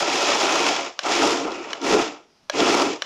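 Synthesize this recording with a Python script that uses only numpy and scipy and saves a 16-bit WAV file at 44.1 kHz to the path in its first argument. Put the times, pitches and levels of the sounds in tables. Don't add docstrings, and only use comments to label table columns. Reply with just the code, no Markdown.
import sys
import numpy as np
from scipy import signal
from scipy.fft import rfft, irfft, next_fast_len
from scipy.io import wavfile

SR = 44100
rng = np.random.default_rng(int(sys.argv[2]) if len(sys.argv) > 2 else 0)


def volts(x):
    e = np.asarray(x, float) / 20
    return 10 ** e


def to_wav(s):
    ch = np.atleast_2d(s).T
    pcm = np.round(np.clip(ch, -1, 1) * 32767)
    wavfile.write(sys.argv[1], SR, pcm.astype(np.int16))


N = 134505


def rms_one(x):
    return x / np.sqrt(np.mean(x ** 2) + 1e-20)


def in_time(rows):
    times, *columns = np.transpose(rows)
    return [np.interp(np.arange(N) / SR, times, column) for column in columns]


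def drift(rate_hz):
    step = 40
    pole = np.exp(-2 * np.pi * rate_hz * step / SR)
    noise = rng.standard_normal(N // step + 2002)
    slow = signal.lfilter([1], [1, -2 * pole, pole * pole], noise)[2000:]
    return np.interp(np.arange(N) / step, np.arange(len(slow)), rms_one(slow))


def colour(x, spectrum):
    size = next_fast_len(N)
    hz, db = np.transpose(spectrum)
    log_hz = np.log(np.arange(size // 2 + 1) * SR / size + 1)
    gain = volts(np.interp(log_hz, np.log(hz), db))
    return rms_one(irfft(rfft(x, size) * gain, size)[:N])


def resonance(x, hz, width_hz):
    r = np.exp(-np.pi * width_hz / SR)
    poles = [1, -2 * r * np.cos(2 * np.pi * hz / SR), r * r]
    return signal.lfilter([(1 - r * r) / 2, 0, (r * r - 1) / 2], poles, x)


def ring(clicks, hz, t60):
    r, w = volts(-60 / (t60 * SR)), 2 * np.pi * hz / SR
    return signal.lfilter([0, np.sin(w)], [1, -2 * r * np.cos(w), r * r], clicks + 1e-18)


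def high_pass(x, hz):
    return signal.sosfilt(signal.butter(4, hz, "high", fs=SR, output="sos"), x)


def dulled(x, leak_db):
    dull_hz = 7900
    low = signal.sosfilt(signal.cheby2(8, 50, dull_hz * 1.12, fs=SR, output="sos"), x)
    return low + volts(leak_db) * high_pass(x, dull_hz)


def background():
    # f/Hz, density/dB
    floor_spectrum = [(18, -20), (30, -10), (243, 3), (400, -8), (1030, -7), (4040, -10), (5720, -7),
                      (7740, -25), (10000, -26), (16000, -40)]
    # start/s, end/s, f/Hz, width/Hz, level/dB
    far_hiss = (2.285, 2.43, 4948, 296, -71)
    start, end, hz, width_hz, hiss_db = far_hiss
    t = np.arange(N) / SR
    gate = np.clip((t - start) / .01, 0, 1) * np.clip((end - t) / .03, 0, 1)
    once = resonance(rng.standard_normal(N), hz, width_hz)
    hiss = rms_one(resonance(once, hz, width_hz))
    floor_db = -64 + 1.1 * drift(8)
    return volts(floor_db) * colour(rng.standard_normal(N), floor_spectrum) + volts(hiss_db) * gate * hiss


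def room(x):
    t60_s, wall_cut_hz = 0.36, 3300
    size = next_fast_len(N + SR)
    z = np.exp(-2j * np.pi * np.arange(size // 2 + 1) / size)
    pole = np.exp(-2 * np.pi * wall_cut_hz / SR)
    wall = (1 - pole) / (1 - pole * z)
    echo = 0
    for k, lag in enumerate((rng.uniform(.008, .03, 10) * SR).astype(int)):
        loop = volts(-60 * lag / SR / t60_s) * wall * z ** lag
        echo = echo + (-1) ** k * loop / (1 - loop)
    return irfft(rfft(x, size) * echo, size)[:N]


def gear():
    # t/s, upper tooth rate f/Hz, upper level/dB rms, lower level/dB rms
    whine = [(0.12, 2520, -67, -80), (.2, 2520, -34, -80), (.28, 2520, -38, -80), (.36, 2520, -49.5, -80),
             (.6, 2520, -37, -80), (.75, 2520, -52, -80), (.9, 2520, -90, -90), (1.44, 2650, -80, -60),
             (1.5, 2580, -50, -43), (1.55, 2560, -47, -45), (1.6, 2500, -54, -45), (1.62, 2370, -54, -56),
             (1.655, 2540, -47, -48), (1.72, 2500, -54, -50), (1.8, 2450, -70, -65), (1.85, 2450, -90, -90)]
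    lower_share = .535
    hz, upper_db, lower_db = in_time(whine)
    upper_phase = 2 * np.pi * np.cumsum(hz + 6 * drift(6)) / SR
    lower_phase = 2 * np.pi * np.cumsum(lower_share * hz + 25 * drift(9)) / SR
    return np.sqrt(2) * (np.sin(upper_phase) * volts(upper_db) + np.sin(lower_phase) * volts(lower_db))


def controller():
    # t/s, relative level/dB, extra/dB of the modes near 600, 3000, 3400, 4100, 5000 Hz
    button_snaps = [(.9912, -9.5, -1.5, 1.5, 2.5, 0.3, 5), (1.7317, -11, -10, 2.5, -5, 0.3, -1.5),
                    (2.4979, -9, 1.5, -4, 0.3, 1.5, -3), (3.0212, -9, -4, 3, -5, 2.5, -3)]
    # f/Hz, relative level/dB, t60/s
    case_modes = [(594, 0.3, 0.022), (1150, -4, 0.011), (1650, 3, 0.015), (2320, -4, 0.011),
                  (3010, -2.5, 0.015), (3390, -3, 0.012), (4090, -0.3, 0.012), (4700, -8, 0.011),
                  (5150, -6, 0.012), (5720, -4, .013), (6600, -8, 0.011), (7350, -7, 0.011),
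                  (9300, -26, .008), (11500, -30, .008)]
    # lag/s, relative level/dB
    contacts = [(-.0007, -15), (0, 3), (.0012, -6), (.0027, -7), (.0042, -11)]
    # t/s, relative level/dB
    plastic_ticks = [(1.0345, -22), (1.5179, -21), (1.7045, -26), (1.8153, -23), (2.0532, -22),
                     (2.5556, -25)]
    case_cut_hz = 400
    tick_cut_hz, tick_decay_s = 3500, .002
    snaps, ticks, starts = np.zeros(N), np.zeros(N), np.zeros(N)
    for s, db in plastic_ticks:
        starts[int(s * SR)] = volts(db - 12)
    envelope = signal.lfilter([1], [1, -np.exp(-1 / (tick_decay_s * SR))], starts)
    scuff = envelope * rng.standard_normal(N)
    for k, (hz, mode_db, t60) in enumerate(case_modes):
        train = np.zeros(N)
        for s, db, *extras_db in button_snaps:
            extra_db = dict(zip([0, 4, 5, 6, 8], extras_db)).get(k, 0)
            for lag, contact_db in contacts:
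                strike_db = db + mode_db + contact_db - 12 + extra_db + rng.normal(0, 1.0)
                train[int((s + lag) * SR)] = volts(strike_db) * rng.choice([-1, 1])
        snaps += ring(train, hz, t60) * (-1) ** k
        ticks += ring(scuff * volts(mode_db - 8), hz, t60)
    snaps = dulled(high_pass(snaps, case_cut_hz), leak_db=-1.5)
    return snaps + dulled(high_pass(ticks, tick_cut_hz), leak_db=-22)


def ridge_knocks():
    # t/s, level/dB above a plain knock
    hard_knocks = [(.157, 12), (.269, 10), (.303, 12), (.412, 11), (.523, 11), (.556, 13), (.603, 11),
                   (.665, 12), (.68, 12), (1.064, 13), (1.22, 13), (1.307, 12), (1.924, 13), (2.603, 12),
                   (2.689, 11), (2.747, 12), (2.82, 11)]
    knocks_per_s, spread_db, decay_s = 160, 4.0, 0.0025
    strength_db = spread_db * np.minimum(rng.exponential(1, N), 2)
    hits = (rng.random(N) < knocks_per_s / SR) * volts(strength_db)
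    for s, db in hard_knocks:
        hits[int(s * SR)] = volts(db)
    return rms_one(signal.lfilter([1], [1, -np.exp(-1 / (decay_s * SR))], hits))


def resonant_body(force, modes):
    total = 0
    for k, (hz, db, width_hz) in enumerate(modes):
        total = total + (-1) ** k * volts(db) * resonance(force, hz, width_hz)
    return dulled(rms_one(total), leak_db=-14)


def drums():
    # t/s, then level/dB of the knocking on the boards,
    # drum shell, gearbox rattle, scraping, treble and deep bass
    bursts = [
        [(0.0, -28, -27, -29, -27.5, -46, -58), (0.048, -31, -25, -31.5, -27, -55, -65),
         (0.15, -29, -27.5, -29, -26.5, -48, -52), (0.188, -33, -27.5, -31, -25.5, -48, -68),
         (0.346, -27, -23, -29, -25, -50, -62), (0.408, -31, -26.5, -33.5, -24.5, -47, -79),
         (0.438, -29, -22.5, -29.5, -25.5, -48, -64), (0.62, -29, -24, -31.5, -26, -49, -64),
         (0.675, -29, -23.5, -27.5, -24.5, -47, -64), (0.714, -29, -24.5, -31.5, -25.5, -50, -64),
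         (0.872, -40, -34.5, -39.5, -37.5, -68, -90), (0.97, -68, -58, -59, -56.5, -95, -90),
         (0.98, -65, -51, -63, -57, -94, -87)],
        [(1.01, -66, -50, -49, -43, -71, -76), (1.028, -52, -46, -47, -43, -70, -72),
         (1.038, -40, -35, -42, -36, -60, -68), (1.056, -31, -23.5, -37, -31, -55, -64),
         (1.128, -29.5, -26.5, -30.5, -25.5, -50, -63), (1.244, -23, -22, -29.5, -25.5, -45, -53),
         (1.326, -24.5, -25.5, -36.5, -27.5, -49, -59), (1.368, -29, -31, -38, -30.5, -56, -74),
         (1.494, -30.5, -30.5, -42.5, -42.5, -70, -62), (1.546, -36.5, -35, -38, -40, -68, -73),
         (1.604, -34.5, -39.5, -43, -45, -72, -72), (1.69, -42.5, -36.5, -42, -44.5, -73, -87),
         (1.72, -43, -38, -48, -44, -75, -70)],
        [(1.75, -47, -40, -48, -44, -74, -90), (1.802, -48, -44, -52, -50, -84, -83),
         (1.81, -45, -42, -50, -48, -80, -80), (1.826, -32, -33.5, -43, -39, -64, -76),
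         (1.862, -24.5, -26.5, -30, -29.5, -50, -56), (1.934, -18.5, -22.5, -28, -24, -46, -46),
         (1.974, -19.5, -24, -32, -30, -53, -62), (2.016, -25.5, -25.5, -32, -29, -52, -48),
         (2.084, -33.5, -35, -39.5, -37.5, -68, -75), (2.174, -49.5, -47, -53.5, -54.5, -90, -84),
         (2.25, -60, -62, -68, -66, -95, -85), (2.322, -68, -70, -82, -75, -97, -85),
         (2.48, -76, -66, -82, -78, -94, -71)],
        [(2.51, -62, -54, -47, -47, -72, -70), (2.53, -50, -47, -42, -43, -69, -67),
         (2.54, -33.5, -32, -36, -37, -61, -65), (2.568, -25.5, -29, -33, -30, -57, -69),
         (2.604, -22, -22, -29, -23.5, -51, -54), (2.624, -19.5, -22.5, -29, -26, -49, -53),
         (2.704, -21, -23, -26, -24.5, -48, -63), (2.732, -21.5, -22.5, -29.5, -25, -45, -58),
         (2.828, -21.5, -21.5, -31, -28, -48, -61), (2.932, -29.5, -36.5, -36.5, -36, -67, -69),
         (2.976, -42, -43.5, -51.5, -48, -77, -79), (3.01, -56, -49, -54, -48.5, -78, -90)],
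    ]
    last_start = (3.035, -56, -50, -50, -45, -70, -80)
    # f/Hz, relative level/dB, width/Hz
    boards = [(59, -36.5, 40), (163, -18.5, 78), (278.6, -1.5, 40.6), (350.4, 1, 41), (394, 0.5, 36.4),
              (460, -2.5, 54)]
    shell = [(568.6, -2.5, 62), (690.5, -0.5, 40), (740, -0.5, 34.5), (830.6, -2, 61), (929.5, -1.5, 42),
             (1040, -4, 88), (1194, -5, 123), (1363, -4.5, 122)]
    gearbox = [(1920, -7, 400), (2330, -0.5, 117), (2520, -0.5, 78), (2686, -1, 132), (2937, -5, 173)]
    # f/Hz, density/dB
    scrape = [(900, -31), (1600, -4), (2800, -5.5), (3350, 0.5), (3700, -4), (4400, -5.5), (5200, -2),
              (6000, -5), (7100, -8), (7700, -13.5), (8200, -48), (16000, -80)]
    treble = [(6000, -35), (7800, 8), (9000, 8), (10000, 2.5), (11500, -1.5), (12500, -8), (13500, -5.5),
              (14300, -10), (15500, -11), (16500, -42)]
    deep = [(8, -11), (16, 0), (35, -3), (60, -15), (120, -44)]
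    rub_shares = [0.82, 0.8, 0.74, 0.78, 0.74, .9]
    # scale of the level flutter/dB, one a layer
    flutters_db = [1.52, 1.07, 1.73, 1.32, 1.1, 0.74]
    knocks = ridge_knocks()
    rocking = drift(8.4)
    levels = in_time([row for burst in bursts for row in burst] + [last_start])
    layers = [boards, shell, gearbox, scrape, treble, deep]
    mix = 0
    for layer, level_db, share, flutter_db in zip(layers, levels, rub_shares, flutters_db):
        force = rng.standard_normal(N) * (share + (1 - share) * knocks)
        has_modes = len(layer[0]) == 3
        voice = resonant_body(force, layer) if has_modes else colour(force, layer)
        flutter = 0.3 * rocking + 0.67 * drift(23)
        mix = mix + voice * volts(level_db + flutter_db * flutter)
    return mix


def scene():
    car, hand = drums() + gear(), controller()
    reverberation = volts(-18.5) * room(0.46 * car + 0.85 * hand)
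    return (car + hand + reverberation + background())[None]


def low_pass(x):
    return signal.sosfilt(signal.butter(12, 16450, fs=SR, output="sos"), x)


def record(dry):
    cut = signal.sosfilt(signal.cheby2(12, 50, 16200, fs=SR, output="sos"), dry)
    return low_pass(cut)


dry = scene()
out = record(dry)
to_wav(out)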